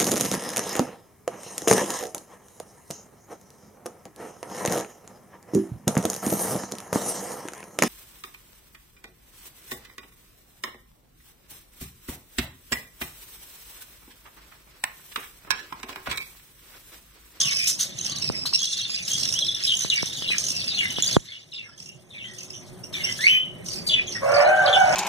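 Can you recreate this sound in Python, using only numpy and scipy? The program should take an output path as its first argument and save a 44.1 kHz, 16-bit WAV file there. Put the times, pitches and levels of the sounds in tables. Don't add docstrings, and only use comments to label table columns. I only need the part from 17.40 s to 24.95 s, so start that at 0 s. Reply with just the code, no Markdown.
import sys
import numpy as np
from scipy import signal
from scipy.io import wavfile

SR = 44100
rng = np.random.default_rng(int(sys.argv[2]) if len(sys.argv) > 2 else 0)


def master(y):
    cut = np.clip(np.atleast_2d(y).T, -1, 1)
    pcm = np.round(cut * 32767)
    wavfile.write(sys.argv[1], SR, pcm.astype(np.int16))


def elevation(decibels):
    levels = np.asarray(decibels, float)
    return 10 ** (levels / 20)


N = 332955


def rms_one(x):
    return x / np.sqrt(np.mean(x ** 2) + 1e-20)


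def butter_filter(x, hz, order, kind):
    return signal.sosfilt(signal.butter(order, hz, kind, fs=SR, output="sos"), x)


def phase_of(hz):
    return 2 * np.pi * np.cumsum(hz) / SR


def in_time(rows):
    s, *columns = np.transpose(rows)
    t = np.arange(N) / SR
    return [np.interp(t, s, c, left=min(c[0], -150) if c[0] < 0 else c[0]) for c in columns]


def at_hz(points, hz):
    points = np.array(points)
    return np.interp(np.log(hz), np.log(points[:, 0]), points[:, 1])


def drift(rate_hz, shape=N):
    r = np.exp(-2 * np.pi * rate_hz / SR)
    return rms_one(signal.lfilter([1], [1, -2 * r, r * r], rng.standard_normal(shape)))


def resonance(x, hz, width_hz):
    r = np.exp(-np.pi * width_hz / SR)
    poles = [1, -2 * r * np.cos(2 * np.pi * hz / SR), r * r]
    return signal.lfilter([1 - r * r, 0, r * r - 1], poles, x + 1e-18) / 2


def ring(clicks, hz, t60_s):
    r, w = elevation(-60 / (t60_s * SR)), 2 * np.pi * hz / SR
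    return signal.lfilter([0, np.sin(w)], [1, -2 * r * np.cos(w), r * r], clicks + 1e-18)


def dying(clicks, decay_s):
    return signal.lfilter([1], [1, -np.exp(-1 / (decay_s * SR))], clicks)


def puffs(per_s=64.0, puff_s=0.012, spread_db=1.5, steady=0.51):
    heights = elevation(spread_db * np.clip(rng.standard_normal(N), -2, 2))
    starts = (rng.random(N) < per_s / SR) * heights
    return steady + rms_one(dying(starts, puff_s))


# frequency in Hz, likeness 0-1.
LIKENESS = [(30, 1), (100, 1), (250, 0.95), (500, 0.066), (1200, 0.031), (2400, 0.025)]


def coloured_noise(spectrum, patchy_db):
    out, edges_hz = 0, 25 * 2 ** np.arange(0, 7.1, 1 / 3)
    white, flicker = rng.standard_normal((2, 2, N)), drift(14.0)
    for k, (low_hz, high_hz) in enumerate(zip(edges_hz, edges_hz[1:])):
        mid, side = butter_filter(white[k % 2], [low_hz, high_hz], 2, "band")
        hz = np.sqrt(low_hz * high_hz)
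        alike = np.clip(at_hz(LIKENESS, hz), 0, 1)
        gain = elevation(at_hz(spectrum, hz) + patchy_db * np.roll(flicker, k * N // 23))
        out = out + gain * (np.sqrt(1 + alike) * mid + np.sqrt(1 - alike) * side * [[1], [-1]])
    return rms_one(out)


# frequency in Hz, relative density in dB per Hz.
TRAFFIC_SPECTRUM = [(15, -47), (25, 23), (49, -11.5), (103, 8.5), (169, 3.5), (262, -7.5), (369, -16),
                    (430, -18), (573, -15), (808, -25.5), (1980, -31.5), (2270, -19), (2400, -50),
                    (3120, -78), (5280, -120)]
RUMBLE_LEVEL = sum([ [(0.0, -33, -79), (0.27, -40, -62.5), (0.94, -30.5, -56), (1.28, -44, -64),
                (1.62, -39.5, -60), (1.84, -31.5, -55.5), (2.16, -39.5, -59), (3.68, -32, -55),
                (3.75, -28, -61)], [(3.8, -41, -65), (3.89, -49, -72.5), (4.89, -42.5, -57),
                (5.27, -39, -49.5), (5.65, -35, -46), (5.96, -36, -55), (6.47, -30.5, -48),
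                (7.32, -34, -47), (7.55, -26, -48.5)], ], [])
# centre in Hz, width in Hz, relative level in dB.
MOTOR_HUM = [(105, 10, 1), (125, 20, 0), (365, 10, 0), (580, 120, -9)]


def rumble():
    traffic_db, motor_db = in_time(RUMBLE_LEVEL)
    hum = sum(elevation(db) * rms_one(resonance(rng.standard_normal(N), hz, width_hz))
              for hz, width_hz, db in MOTOR_HUM)
    traffic = elevation(traffic_db) * coloured_noise(TRAFFIC_SPECTRUM, patchy_db=3.5)
    return traffic + elevation(motor_db) * hum * [[1], [.6]]


def yard(x, t60_s=.24, level_db=-9):
    t = np.arange(round(t60_s * SR)) / SR
    echoes = rng.standard_normal((2, len(t))) * elevation(-60 * t / t60_s) * (t > .004)
    echoes /= np.sqrt(np.sum(echoes ** 2, axis=1, keepdims=True))
    return elevation(level_db) * signal.fftconvolve(x[None], echoes, axes=1)[:, :N]


def throat(hz, width_hz, bursts, fifth_db, roam=.1, breath_db=-3):
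    birds = []
    for _ in range(6):
        phase = phase_of(hz * (1 + roam * drift(35)))
        tone = np.sin(phase) + elevation(fifth_db) * np.sin(3 * phase / 2)
        birds.append(puffs(40, .009, 4, .05) * tone)
    voices = rms_one(np.array([sum(birds[:4]), sum(birds[2:])]))
    slow = butter_filter(bursts * rng.standard_normal((2, N)), width_hz / 2, 2, "low")
    breath = rms_one(slow * np.cos(phase_of(hz)))
    return rms_one(voices + elevation(breath_db) * breath)


RASP = sum([ [(0.0, -28.5, -15, -40), (0.25, -39.5, -90, -44), (0.28, -41, -18, -32), (0.37, -47, -41, -53),
        (0.41, -36, -22, -29), (0.51, -47, -49.5, -63), (0.67, -37, -34, -47.5), (1.01, -54, -75, -55),
        (1.13, -48.5, -39, -55), (1.27, -40.5, -28, -50), (1.52, -40.5, -41.5, -51),
        (1.83, -42, -25.5, -43), (2.21, -35.5, -54, -54.5), (2.26, -36.5, -34, -42.5),
        (2.81, -36, -44, -48), (3.08, -42.5, -27.5, -42.5), (3.25, -39, -48, -50),
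        (3.57, -35.5, -61, -44.5), (3.77, -33.5, -36, -41)], [(3.77, -50, -40.5, -54),
        (3.99, -50.5, -74, -68.5), (4.18, -72, -50.5, -66), (4.36, -61, -71, -75), (4.39, -68, -44, -60),
        (4.67, -66.5, -66.5, -65.5), (4.98, -53.5, -43, -55), (5.49, -67, -67, -57), (5.72, -47, -34, -47),
        (5.84, -31, -47, -37), (5.95, -47, -87, -43), (6.03, -60, -57, -60), (6.24, -65, -69, -57.5),
        (6.26, -54.5, -31, -48.5), (6.52, -58, -62, -48.5), (6.64, -45, -65, -60.5),
        (6.92, -64, -37, -47.5), (7.21, -45, -46.5, -50), (7.55, -43.5, -32, -50)], ], [])
# centre in Hz, width in Hz, relative level in dB.
SIZZLE = [(9140, 3300, 2), (11520, 1400, -5.5), (14900, 1400, -3.5)]


def rasp():
    low_db, high_db, sizzle_db = in_time(RASP)
    white, bursts, begging = rng.standard_normal((2, N)), puffs(), np.zeros(N)
    begging[[round(s * SR) for s, db, hz in PULSES]] = 1
    begging = dying(begging, 0.0083)
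    gated = (bursts + 1.94 * begging + 0.22 * puffs(130, 0.0042, 3.5, 0.059)) * white
    sizzle = sum(elevation(db) * resonance(resonance(gated, hz, width_hz), hz, width_hz)
                 for hz, width_hz, db in SIZZLE)
    low_hz, high_hz = [hz * (1 + .06 * drift(4)) for hz in (3500, 5900)]
    low = elevation(low_db) * throat(low_hz, 4400, puffs(), fifth_db=-1.0)
    high = throat(high_hz, 2150, bursts + 1.7 * begging, fifth_db=-9.5)
    high = elevation(high_db + [[-6.0], [0]]) * high
    return butter_filter(low + high + elevation(sizzle_db) * rms_one(sizzle), 1700, 4, "high")


CROW_FLOOR_HZ = 470
# frequency in Hz, relative density in dB per Hz.
CROW_BREATH_SPECTRUM = [(260, -59), (450, -47), (576, -8.5), (760, -9.5), (880, -17.5), (1140, -21),
                        (1260, -24), (1400, -16), (1560, -15), (1750, -22.5), (2440, -17.5), (3200, -74),
                        (4160, -45), (7040, -120)]
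# time in seconds, breath level in dB before the high-pass.
CROW_BREATH_LEVEL = [(6.79, -80), (6.82, -42), (6.88, -32), (7.0, -22), (7.2, -36.5), (7.28, -26.5),
                     (7.4, -37.5), (7.55, -24.5)]


def crow_breath():
    noise = butter_filter(coloured_noise(CROW_BREATH_SPECTRUM, patchy_db=-3), CROW_FLOOR_HZ, 6, "high")
    return elevation(in_time(CROW_BREATH_LEVEL)[0]) * noise


# time in seconds, pitch in Hz, level in dB, second harmonic in dB,
# levels before flutter.
ROOSTERS = [
    [(6.8, 542, -57, -62), (6.83, 548.3, -26, -30.5), (6.89, 559.6, -17, -29.5), (6.97, 581, -17, -30),
     (7.01, 583.7, -11, -32), (7.05, 584, -15, -37), (7.08, 625.2, -20.5, -58), (7.16, 629, -23, -63),
     (7.22, 599.3, -36, -40), (7.26, 567, -18.5, -25), (7.3, 585.3, -11, -35), (7.36, 591, -35, -52),
     (7.43, 612, -44, -60), (7.51, 622.4, -20, -52), (7.55, 665.5, -40, -52)],
    [(6.86, 661.8, -22, -43), (6.92, 694, -29, -31), (7.0, 716.6, -27.5, -32), (7.06, 722.7, -18, -31),
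     (7.09, 742.6, -22, -34), (7.17, 735, -22, -34), (7.23, 735.5, -21, -35), (7.29, 742.7, -29, -28.5),
     (7.33, 754.7, -24, -27), (7.42, 751.2, -21, -23), (7.5, 740, -22, -30), (7.55, 715, -30, -38)],
    [(7.06, 767, -44, -40), (7.09, 770, -26, -19), (7.17, 779.6, -41, -26.5), (7.21, 768, -28, -15),
     (7.27, 767.4, -35, -39), (7.38, 775, -28, -28), (7.46, 765, -37, -35), (7.55, 755, -43, -32)],
]


def roosters(third_db=-18.5, fourth_db=-18.0):
    out = 0
    for crow in ROOSTERS:
        hz, first_db, second_db = in_time(crow)
        phase = phase_of(hz * (1 + .007 * drift(70)))
        upper = elevation(third_db) * np.sin(3 * phase) + elevation(fourth_db) * np.sin(4 * phase)
        stack = elevation(first_db) * (np.sin(phase) + upper) + elevation(second_db) * np.sin(2 * phase)
        out = out + stack * elevation(3 * drift(60) + drift(14)) * (1 + .4 * drift(90))
    return butter_filter(out, CROW_FLOOR_HZ, 6, "high")


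# time in seconds, strength in dB.
KNOCKS = [(0.8997, -11), (2.448, -16.5), (2.630, -14), (2.822, -23.5), (2.903, -22), (3.585, -15),
          (3.764, -14), (3.7666, 3)]
# frequency in Hz, relative level in dB, 60 dB decay time in seconds.
CASING = [(440, 1.5, .006), (140, 0, .026), (1000, -7, .004)]


def knocks():
    clicks = np.zeros(N)
    clicks[[round(s * SR) for s, db in KNOCKS]] = elevation(np.array(KNOCKS)[:, 1])
    rings = sum((-1) ** k * elevation(db) * ring(clicks, hz, t60_s) for k, (hz, db, t60_s) in enumerate(CASING))
    return rings * elevation([[-12.0], [0]])


# time in seconds, level in dB before panning, frequency in Hz.
TAPS = [(1.054, -27, 1100), (1.128, -28.5, 1080), (1.218, -38, 1140), (1.496, -37, 1120)]


def taps(t60_s=0.0095):
    return sum(elevation(db) * ring(np.arange(N) == round(s * SR), hz, t60_s) for s, db, hz in TAPS)


# start in seconds, length in seconds, level in dB before shaping, centre in Hz.
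SQUAWKS = [(0.269, 0.056, -21.5, 6040), (0.391, 0.07, -24.5, 4630), (1.055, 0.032, -28.5, 3650),
           (1.674, 0.081, -29.5, 4440), (5.262, 0.05, -49.5, 4800), (5.525, 0.2, -38.5, 2730),
           (6.466, 0.032, -32.5, 7500), (2.236, 0.023, -36, 7000)]


def squawks(width_hz=3500, edge_db=-53.0):
    out, t = np.zeros(N), np.arange(N) / SR
    white = butter_filter(rng.standard_normal(N), 1500, 2, "high")
    for s, length_s, db, hz in SQUAWKS:
        part = slice(round(s * SR), round((s + length_s) * SR))
        shape = np.interp(t[part] - s, [0, .003, length_s / 2, length_s], [0.18, 0.79, 0.86, 0.074])
        burst = rms_one(resonance(white[part], hz, width_hz)) + elevation(edge_db) * white[part]
        out[part] += elevation(db) * shape * burst
    return out


# first low point in seconds, number of dips, period in seconds, low pitch in Hz,
# high pitch in Hz, level in dB before swell and fade, depth of the swell as a factor.
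TRILLS = [(.724, 4, .0535, 3620, 4570, -29.5, 0.35), (1.522, 3, 0.062, 3760, 4650, -40, 0.19)]
# share of the period, height 0-1 from low to high pitch, swell in dB at depth 1.
TRILL_SHAPE = [(0, .05, 1.5), (.17, .9, -7), (.3, .97, -16), (.6, 1, -22), (.82, .95, -7), (1, 0.05, 1.5)]


def trills(lead=.33, fade_db_per_period=1.5):
    out, t = np.zeros(N), np.arange(N) / SR
    share, height, swell_db = np.transpose(TRILL_SHAPE)
    for s, dips, period_s, low_hz, high_hz, db, depth in TRILLS:
        turn = (t - s) / period_s
        hz = low_hz + (high_hz - low_hz) * np.interp(turn % 1, share, height)
        hz = hz * (1 + .006 * drift(150) + .015 * drift(15))
        on = np.interp(turn, [-lead - .04, -lead, round(dips) - .8, round(dips) - .7], [0, 1, 1, 0])
        level_db = db - fade_db_per_period * np.clip(turn, 0, dips)
        level_db = level_db + depth * np.interp(turn % 1, share, swell_db) + 2 * drift(40)
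        out += on * elevation(level_db) * np.sin(phase_of(hz))
    return out


# time in seconds, pitch in Hz,
# level in dB before flutter.
WARBLES = [
    [(1.2, 3070, -50), (1.21, 3130, -29), (1.22, 3340, -27), (1.238, 3270, -26), (1.25, 4000, -31),
     (1.264, 4450, -34), (1.274, 3384, -22), (1.288, 3500, -36), (1.298, 3290, -48), (1.306, 4180, -35),
     (1.324, 4400, -31), (1.335, 3450, -21.5), (1.354, 3540, -38), (1.368, 4280, -31), (1.382, 4580, -30),
     (1.394, 3660, -26), (1.403, 3970, -27), (1.408, 3400, -30), (1.416, 3250, -29.5), (1.427, 4250, -34),
     (1.443, 4420, -29), (1.454, 3590, -24.5), (1.475, 3540, -54), (1.48, 3580, -97)],
    [(1.952, 2900, -26), (1.966, 3200, -25.5), (1.99, 3420, -24), (2.002, 3800, -35), (2.016, 4150, -25),
     (2.026, 3330, -16), (2.046, 3220, -43), (2.053, 3420, -28), (2.061, 3860, -29), (2.076, 4250, -32),
     (2.088, 3460, -16.5), (2.097, 3415, -19), (2.108, 3350, -34), (2.122, 3710, -37), (2.138, 4200, -41),
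     (2.148, 3545, -23.5), (2.168, 3430, -39), (2.18, 3820, -47), (2.19, 3800, -45), (2.2, 3560, -36),
     (2.21, 3000, -59), (2.215, 2900, -85)],
    [(3.556, 4300, -51), (3.567, 3290, -23), (3.58, 3500, -36), (3.6, 4000, -54), (3.615, 4300, -37),
     (3.627, 3500, -38), (3.636, 3420, -15), (3.65, 3450, -54), (3.668, 4000, -37), (3.68, 4300, -46),
     (3.69, 3500, -27), (3.705, 3500, -49), (3.72, 4200, -42), (3.73, 4480, -20), (3.74, 4080, -46),
     (3.748, 3470, -24.5), (3.756, 3500, -30), (3.765, 3280, -38), (3.767, 3250, -81)],
]


def warbles():
    out = 0
    for phrase in WARBLES:
        hz, db = in_time(phrase)
        out = out + elevation(db + 1.5 * drift(80)) * np.sin(phase_of(hz * (1 + .006 * drift(150))))
    return out


# time in seconds, pitch in Hz, level in dB,
# second harmonic in dB, fourth harmonic in dB, levels before flutter.
WHISTLE = [(5.79, 1649, -36, -39, -80), (5.825, 1900, -27, -35, -70), (5.85, 2240, -12.5, -27, -70),
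           (5.872, 2222, -18, -26, -68), (5.88, 2870, -17, -31, -57), (5.9, 3023, -14.5, -41, -46),
           (5.95, 3089, -19, -40, -42), (5.975, 3044, -21, -53, -45), (6.008, 3028, -25.5, -66, -75),
           (6.1, 2990, -36.5, -75, -88), (6.22, 3005, -57, -90, -99), (6.23, 2940, -90, -99, -99)]


def whistle(third_db=-20.0):
    hz, db, second_db, fourth_db = in_time(WHISTLE)
    phase = phase_of(hz * (1 + .014 * drift(250)))
    upper = elevation(second_db) * (np.sin(2 * phase) + elevation(third_db) * np.sin(3 * phase))
    upper = upper + elevation(fourth_db) * np.sin(4 * phase)
    return elevation(2.6 * drift(115)) * (elevation(db) * np.sin(phase) + upper)


PULSE_S = .007
# start in seconds, length in seconds, start pitch in Hz, end pitch in Hz,
# level in dB before shaping.
NOTES = [(0, 0.034, 3270, 3500, -27), (0.022, 0.068, 3546, 2680, -26), (0.07, 0.06, 2860, 2105, -24),
         (0.043, 0.32, 5420, 5130, -29.5), (0.186, 0.1, 2400, 2460, -28.5),
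         (0.811, 0.098, 5500, 5030, -31.5), (0.941, 0.2, 5190, 5140, -38.5),
         (1.055, 0.03, 4000, 4610, -24.5), (1.13, 0.025, 4700, 3930, -24), (1.133, 0.014, 2626, 2750, -31),
         (0, 0.17, 1110, 1134, -49), (0.682, 0.13, 1138, 1146, -51), (0.92, 0.011, 5820, 5900, -31),
         (0.521, 0.017, 3500, 3570, -36.5), (1.133, 0.032, 5240, 5625, -16), (1.493, 0.08, 4980, 4950, -33),
         (1.567, 0.069, 2870, 2340, -32.5), (1.705, 0.063, 3190, 3317, -27.5),
         (1.847, 0.015, 3960, 3900, -33), (1.901, 0.0093, 3770, 3700, -29.5),
         (2.228, 0.076, 5240, 5250, -48), (2.236, 0.023, 5350, 4930, -14), (2.242, 0.024, 4840, 3160, -27),
         (2.197, 0.028, 5900, 5300, -41), (2.274, 0.029, 3935, 3500, -18.5),
         (2.263, 0.11, 3190, 3210, -24.5), (2.29, 0.059, 3450, 2854, -22), (2.5, 0.014, 3990, 3270, -18.5),
         (2.515, 0.031, 2920, 2823, -17), (2.545, 0.062, 2345, 2233, -26.5),
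         (2.569, 0.013, 4740, 4800, -21), (2.75, 0.028, 4060, 3430, -30), (2.76, 0.052, 6740, 6330, -40),
         (2.822, 0.033, 4890, 3080, -30), (2.836, 0.048, 3060, 2740, -26.5),
         (2.874, 0.044, 3870, 3926, -26.5), (2.875, 0.025, 3620, 3150, -25), (2.904, 0.06, 2576, 2297, -20),
         (2.94, 0.011, 1810, 1700, -26), (3.159, 0.078, 5100, 4380, -28), (3.278, 0.031, 4880, 4530, -21.5),
         (3.304, 0.03, 4180, 3530, -25), (3.343, 0.018, 4270, 4110, -24), (3.369, 0.039, 3640, 3190, -28.5),
         (3.379, 0.054, 2917, 2800, -24), (3.406, 0.07, 2333, 2032, -24.5), (3.414, 0.083, 2960, 2830, -35),
         (3.495, 0.035, 3050, 2970, -31.5), (3.558, 0.052, 3040, 2875, -28),
         (3.67, 0.016, 4720, 4610, -21.5), (3.878, 0.034, 3500, 3600, -41), (3.885, 0.035, 4220, 4400, -38),
         (3.886, 0.06, 2050, 2250, -39), (3.91, 0.022, 3550, 3320, -32.5),
         (3.928, 0.065, 3000, 2894, -39.5), (3.952, 0.064, 3600, 3400, -63),
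         (4.117, 0.017, 4230, 3500, -41), (4.13, 0.021, 2990, 2740, -38), (4.134, 0.035, 5500, 4900, -39.5),
         (4.142, 0.019, 3900, 3650, -37), (4.16, 0.024, 4160, 3350, -32), (4.179, 0.046, 2886, 2605, -32.5),
         (4.235, 0.03, 2150, 2100, -44), (4.255, 0.036, 1800, 1610, -54), (4.28, 0.029, 1400, 1350, -54),
         (4.312, 0.057, 1605, 1780, -56), (4.377, 0.017, 3350, 3300, -49),
         (4.459, 0.095, 2760, 2785, -46.5), (4.704, 0.0216, 3980, 3500, -42.5),
         (4.725, 0.018, 3710, 3260, -40), (4.742, 0.03, 4070, 3520, -50), (4.734, 0.072, 2640, 2150, -39),
         (4.78, 0.048, 3780, 2550, -37), (4.824, 0.067, 2690, 3284, -35.5), (4.84, 0.11, 2014, 1895, -43.5),
         (4.974, 0.07, 2940, 2600, -44.5), (5.133, 0.029, 2940, 3150, -38), (1.18, 0.035, 3410, 3500, -34),
         (2.44, 0.014, 4180, 3960, -24.5), (2.683, 0.013, 3080, 3380, -49),
         (3.119, 0.34, 2640, 2620, -35.5), (1.263, 0.3, 2810, 2707, -39), (5.13, 0.063, 5700, 5920, -43),
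         (5.433, 0.0346, 5490, 5970, -37.5), (5.538, 0.024, 3800, 3500, -28),
         (5.551, 0.011, 2950, 3500, -28), (5.57, 0.078, 3990, 3630, -41), (5.54, 0.098, 2476, 2115, -31.5),
         (5.607, 0.073, 3000, 2740, -29.5), (5.636, 0.025, 5440, 5640, -23.5),
         (5.654, 0.081, 2225, 1960, -32), (5.669, 0.05, 3124, 3065, -30),
         (5.721, 0.0075, 4840, 5900, -16.5), (5.809, 0.021, 5460, 5830, -30),
         (5.865, 0.04, 2340, 2660, -13), (5.919, 0.076, 2383, 2480, -22), (5.531, 0.059, 5450, 6050, -45),
         (6.305, 0.04, 4770, 4654, -26.5), (6.36, 0.062, 4940, 4660, -35),
         (6.477, 0.018, 6500, 6000, -32.5), (6.713, .03, 3950, 4900, -34.5),
         (6.465, 0.034, 4737, 4660, -16), (6.485, 0.022, 4470, 3235, -22.5),
         (6.494, 0.053, 3525, 3363, -14), (6.504, 0.052, 3006, 2940, -19),
         (6.545, 0.039, 3114, 3290, -25.5), (6.557, 0.053, 2553, 2403, -18),
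         (6.676, 0.015, 3430, 3180, -32.5), (6.668, 0.067, 6630, 6020, -38.5),
         (6.704, 0.086, 5930, 5340, -37.5), (4.236, 0.14, 5900, 5030, -57.5),
         (4.867, 0.065, 7000, 5900, -63), (6.75, 0.039, 1967, 1863, -31.5), (6.939, 0.018, 4900, 4880, -21),
         (6.963, 0.033, 4250, 4630, -29), (7.005, 0.012, 5080, 5000, -21.5),
         (7.26, 0.013, 4824, 3500, -19.5), (7.271, 0.021, 3120, 3230, -25), (7.328, 0.017, 3400, 3500, -16),
         (7.336, 0.034, 3310, 2865, -14), (7.287, 0.0094, 3500, 3470, -24),
         (7.049, 0.034, 4030, 4230, -33.5)]
# start in seconds, level in dB before pulse_db,
# middle pitch in Hz.
PULSES = [(0.0149, -16, 6300), (0.0548, -13, 6360), (0.0822, -20, 5870), (0.1096, -11, 6250),
          (0.1261, -17, 6170), (0.1466, -29, 5550), (0.1675, -18, 6260), (0.188, -18, 6020),
          (0.2209, -19, 6300), (0.2409, -13, 6330), (0.2718, -13, 5900), (0.5723, -34, 6200),
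          (0.5853, -17.5, 6330), (0.6097, -20.5, 6280), (0.6466, -18.5, 6200), (0.6791, -41, 6200),
          (0.697, -17, 6240), (0.718, -22, 6240), (0.7594, -16.5, 5650), (0.7848, -21, 6200),
          (0.8207, -16, 5650), (0.8522, -21, 6000), (0.8696, -26, 5700), (1.1903, -16, 6250),
          (1.2162, -13, 6500), (1.2417, -13, 5670), (1.309, -35, 5800), (1.324, -25, 6300),
          (1.3769, -22, 5800), (1.3948, -19, 5450), (1.4143, -19, 5900), (1.4766, -36, 5700),
          (1.6794, -11.5, 5200), (1.7013, -20, 6420), (1.7148, -10, 6510), (1.7327, -13, 6320),
          (1.7806, -14.5, 6400), (1.7966, -25, 6140), (1.8071, -24, 5970), (1.83, -16, 5700),
          (1.853, -14, 5770), (1.8759, -15, 5300), (1.9243, -10.5, 5270), (1.9383, -14.5, 5660),
          (1.9896, -9.5, 5580), (2.0066, -19, 5800), (2.046, -19.5, 5200), (2.064, -15, 5280),
          (2.0869, -22, 6050), (2.1164, -34, 6350), (2.1473, -21, 5600), (2.1613, -24.5, 5900),
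          (2.2141, -35, 5460), (2.2663, -28, 6400), (2.3192, -39, 5900), (2.3511, -13.5, 6070),
          (2.3691, -9, 6600), (2.391, -13, 6170), (2.419, -10.5, 5900), (2.4344, -13, 6150),
          (2.4993, -24, 6150), (2.5422, -25, 5370), (2.5577, -15, 5900), (2.623, -18, 5530),
          (2.6569, -18, 6000), (2.9813, -16, 5150), (2.9823, -8, 6170), (3.0062, -30, 6450),
          (3.0387, -14, 6200), (3.0656, -12, 6200), (3.0841, -15, 5430), (3.1025, -15, 5720),
          (3.1499, -24, 5830), (3.1644, -18.5, 5500), (3.2003, -18, 5600), (3.2168, -19, 5400),
          (3.2417, -17, 5320), (3.2597, -23, 5700), (3.2771, -19, 5200), (3.3848, -26.5, 6650),
          (3.4302, -40, 5900), (3.4442, -28, 6600), (3.4791, -36, 5700), (3.504, -24, 6270),
          (3.5235, -29, 6100), (3.5684, -46, 6000), (3.6018, -33, 5900), (3.6233, -5.5, 6600),
          (3.6432, -11, 5900), (3.6607, -13, 6280), (3.6761, -19, 6720), (3.7101, -14, 5470),
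          (3.7265, -13, 6150), (4.3604, -52, 5600), (4.3773, -36, 6250), (4.3898, -39, 6100),
          (4.4003, -26.5, 5440), (4.4247, -26, 5650), (4.4382, -41, 6130), (4.4591, -28, 5600),
          (4.4876, -32, 5700), (0.0324, -16, 6250), (0.6254, -30, 6220), (0.6614, -15, 5340),
          (0.7964, -26, 5800), (1.2024, -21, 6300), (1.2284, -18, 5870), (1.2534, -17, 6170),
          (1.8874, -15, 5500), (2.4074, -10.5, 6210), (3.0504, -28, 6340), (3.1164, -19, 5370),
          (3.6874, -22, 6270), (4.9848, -22, 6230), (5.0053, -21.5, 5950), (5.0317, -26, 6220),
          (5.102, -27.5, 5360), (6.2369, -53, 5740), (6.2623, -21, 5920), (6.2853, -18.5, 5760),
          (6.3157, -22, 6300), (6.3336, -19, 5500), (6.3571, -19, 5380), (6.385, -28, 5500),
          (6.8894, -37, 5300), (6.9168, -18.5, 5840), (7.0211, -38, 6000), (7.3328, -36, 7000),
          (7.3403, -46, 6250), (7.3578, -23, 5170), (7.3877, -35, 6200), (7.4017, -24.5, 6310),
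          (7.4391, -32, 5600), (7.474, -27, 5600), (7.492, -17.5, 5716), (7.5239, -18, 5510)]


def notes(pulse_db=-5.5, pulse_drop_hz=350, halfway_share=.75, copy_late_s=.018, copy_detune=.04,
          copy_db=-11):
    rows = []
    tunes = 1 + copy_detune * rng.standard_normal((len(NOTES), 3))
    for (s, length_s, start_hz, end_hz, db), tune in zip(NOTES, tunes):
        pitches = np.array([start_hz, start_hz + halfway_share * (end_hz - start_hz), end_hz])
        rows.append((s, length_s, *pitches, db))
        rows.append((s + copy_late_s, length_s, *(pitches * tune), db + copy_db))
    half_hz = pulse_drop_hz / 2
    return rows + [(s, PULSE_S, hz + half_hz, hz, hz - half_hz, db + pulse_db) for s, db, hz in PULSES]


def chirps(octave_db=-24.0, fifth_db=-15.5, under_db=-12.0, far_side_db=-38.0, break_hz=4700):
    out = np.zeros((2, N))
    wobble = 1 + .01 * drift(250) + .012 * drift(50)
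    flutter = elevation(2.0 * drift(150) + 2.5 * drift(45) - 1)
    breath = rms_one(butter_filter(rng.standard_normal((2, N)), 500, 4, "low"))
    clear, hoarse = [elevation([[0], [far_side_db]]) + elevation(db) * breath for db in (-10, -8)]
    white = resonance(rng.standard_normal((2, N)), 3700, 4500)
    throb = np.cos(phase_of(57 * (1 + .12 * drift(12))) / 2) ** 2
    for s, length_s, start_hz, middle_hz, end_hz, db in notes():
        part = np.arange(round(s * SR), min(N, round((s + length_s) * SR)))
        share, high = np.linspace(0, 1, len(part)), middle_hz > break_hz
        hz = np.interp(share, [0, .5, 1], [start_hz, middle_hz, end_hz]) * wobble[part]
        phase = phase_of(hz)
        tone = np.sin(phase) + elevation(octave_db) * np.sin(2 * phase)
        if high:
            tone = tone + elevation(fifth_db) * np.sin(3 * phase / 2) + elevation(under_db) * np.sin(phase / 2)
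        shape = np.sin(np.pi / 2 * np.interp(share, [0, .08, .7, 1], [0, 1, .85, 0]))
        rough = high and length_s > .035
        if rough:
            shape = shape * (1.26 + throb[part])
        tick_db = -10 if length_s <= PULSE_S else -18
        tick = high * elevation(tick_db) * np.exp(-share * length_s / .002) * white[:, part]
        halo = (hoarse if rough else clear)[:, part]
        if high:
            halo = halo[::-1]
        out[:, part] += elevation(db) * (shape * tone * halo + tick)
    return out * flutter


def scene(jump_s=3.767):
    song = chirps() + (warbles() + trills() + whistle()) * elevation([[0], [-10.0]])
    calls, crowing = squawks() + taps(), roosters()
    direct = song + calls * elevation([[0], [-8.0]]) + crowing * elevation([[0], [-24]])
    sent = song.sum(axis=0) + calls + elevation(6.0) * crowing
    near = np.arange(N) < jump_s * SR
    echoes = near * yard(sent) + yard(sent * ~near)
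    flock = rasp() * elevation([[1.5], [-1.5]])
    return direct + echoes + flock + crow_breath() + rumble() + knocks()


def band_limit(x):
    return signal.sosfilt(signal.butter(12, 16370, fs=SR, output="sos"), x)


def record(dry, cross_lag_s=.00039, cross_gain=.92, cross_cut_hz=5000, right_over_left_db=1.0):
    n, r = np.arange(N), np.exp(-2 * np.pi * cross_cut_hz / SR)
    late = np.array([np.interp(n - cross_lag_s * SR, n, side) for side in dry[::-1]])
    wide = dry - cross_gain * signal.lfilter([1 - r], [1, -r], late)
    wide = wide * elevation([[-right_over_left_db / 2], [right_over_left_db / 2]])
    wide = butter_filter(wide, 40, 4, "high")
    wide = signal.sosfilt(signal.cheby2(12, 60, 16000, fs=SR, output="sos"), wide)
    mix = np.clip(wide, -1, 1)
    return band_limit(mix)


dry = scene()
out = record(dry)
master(out)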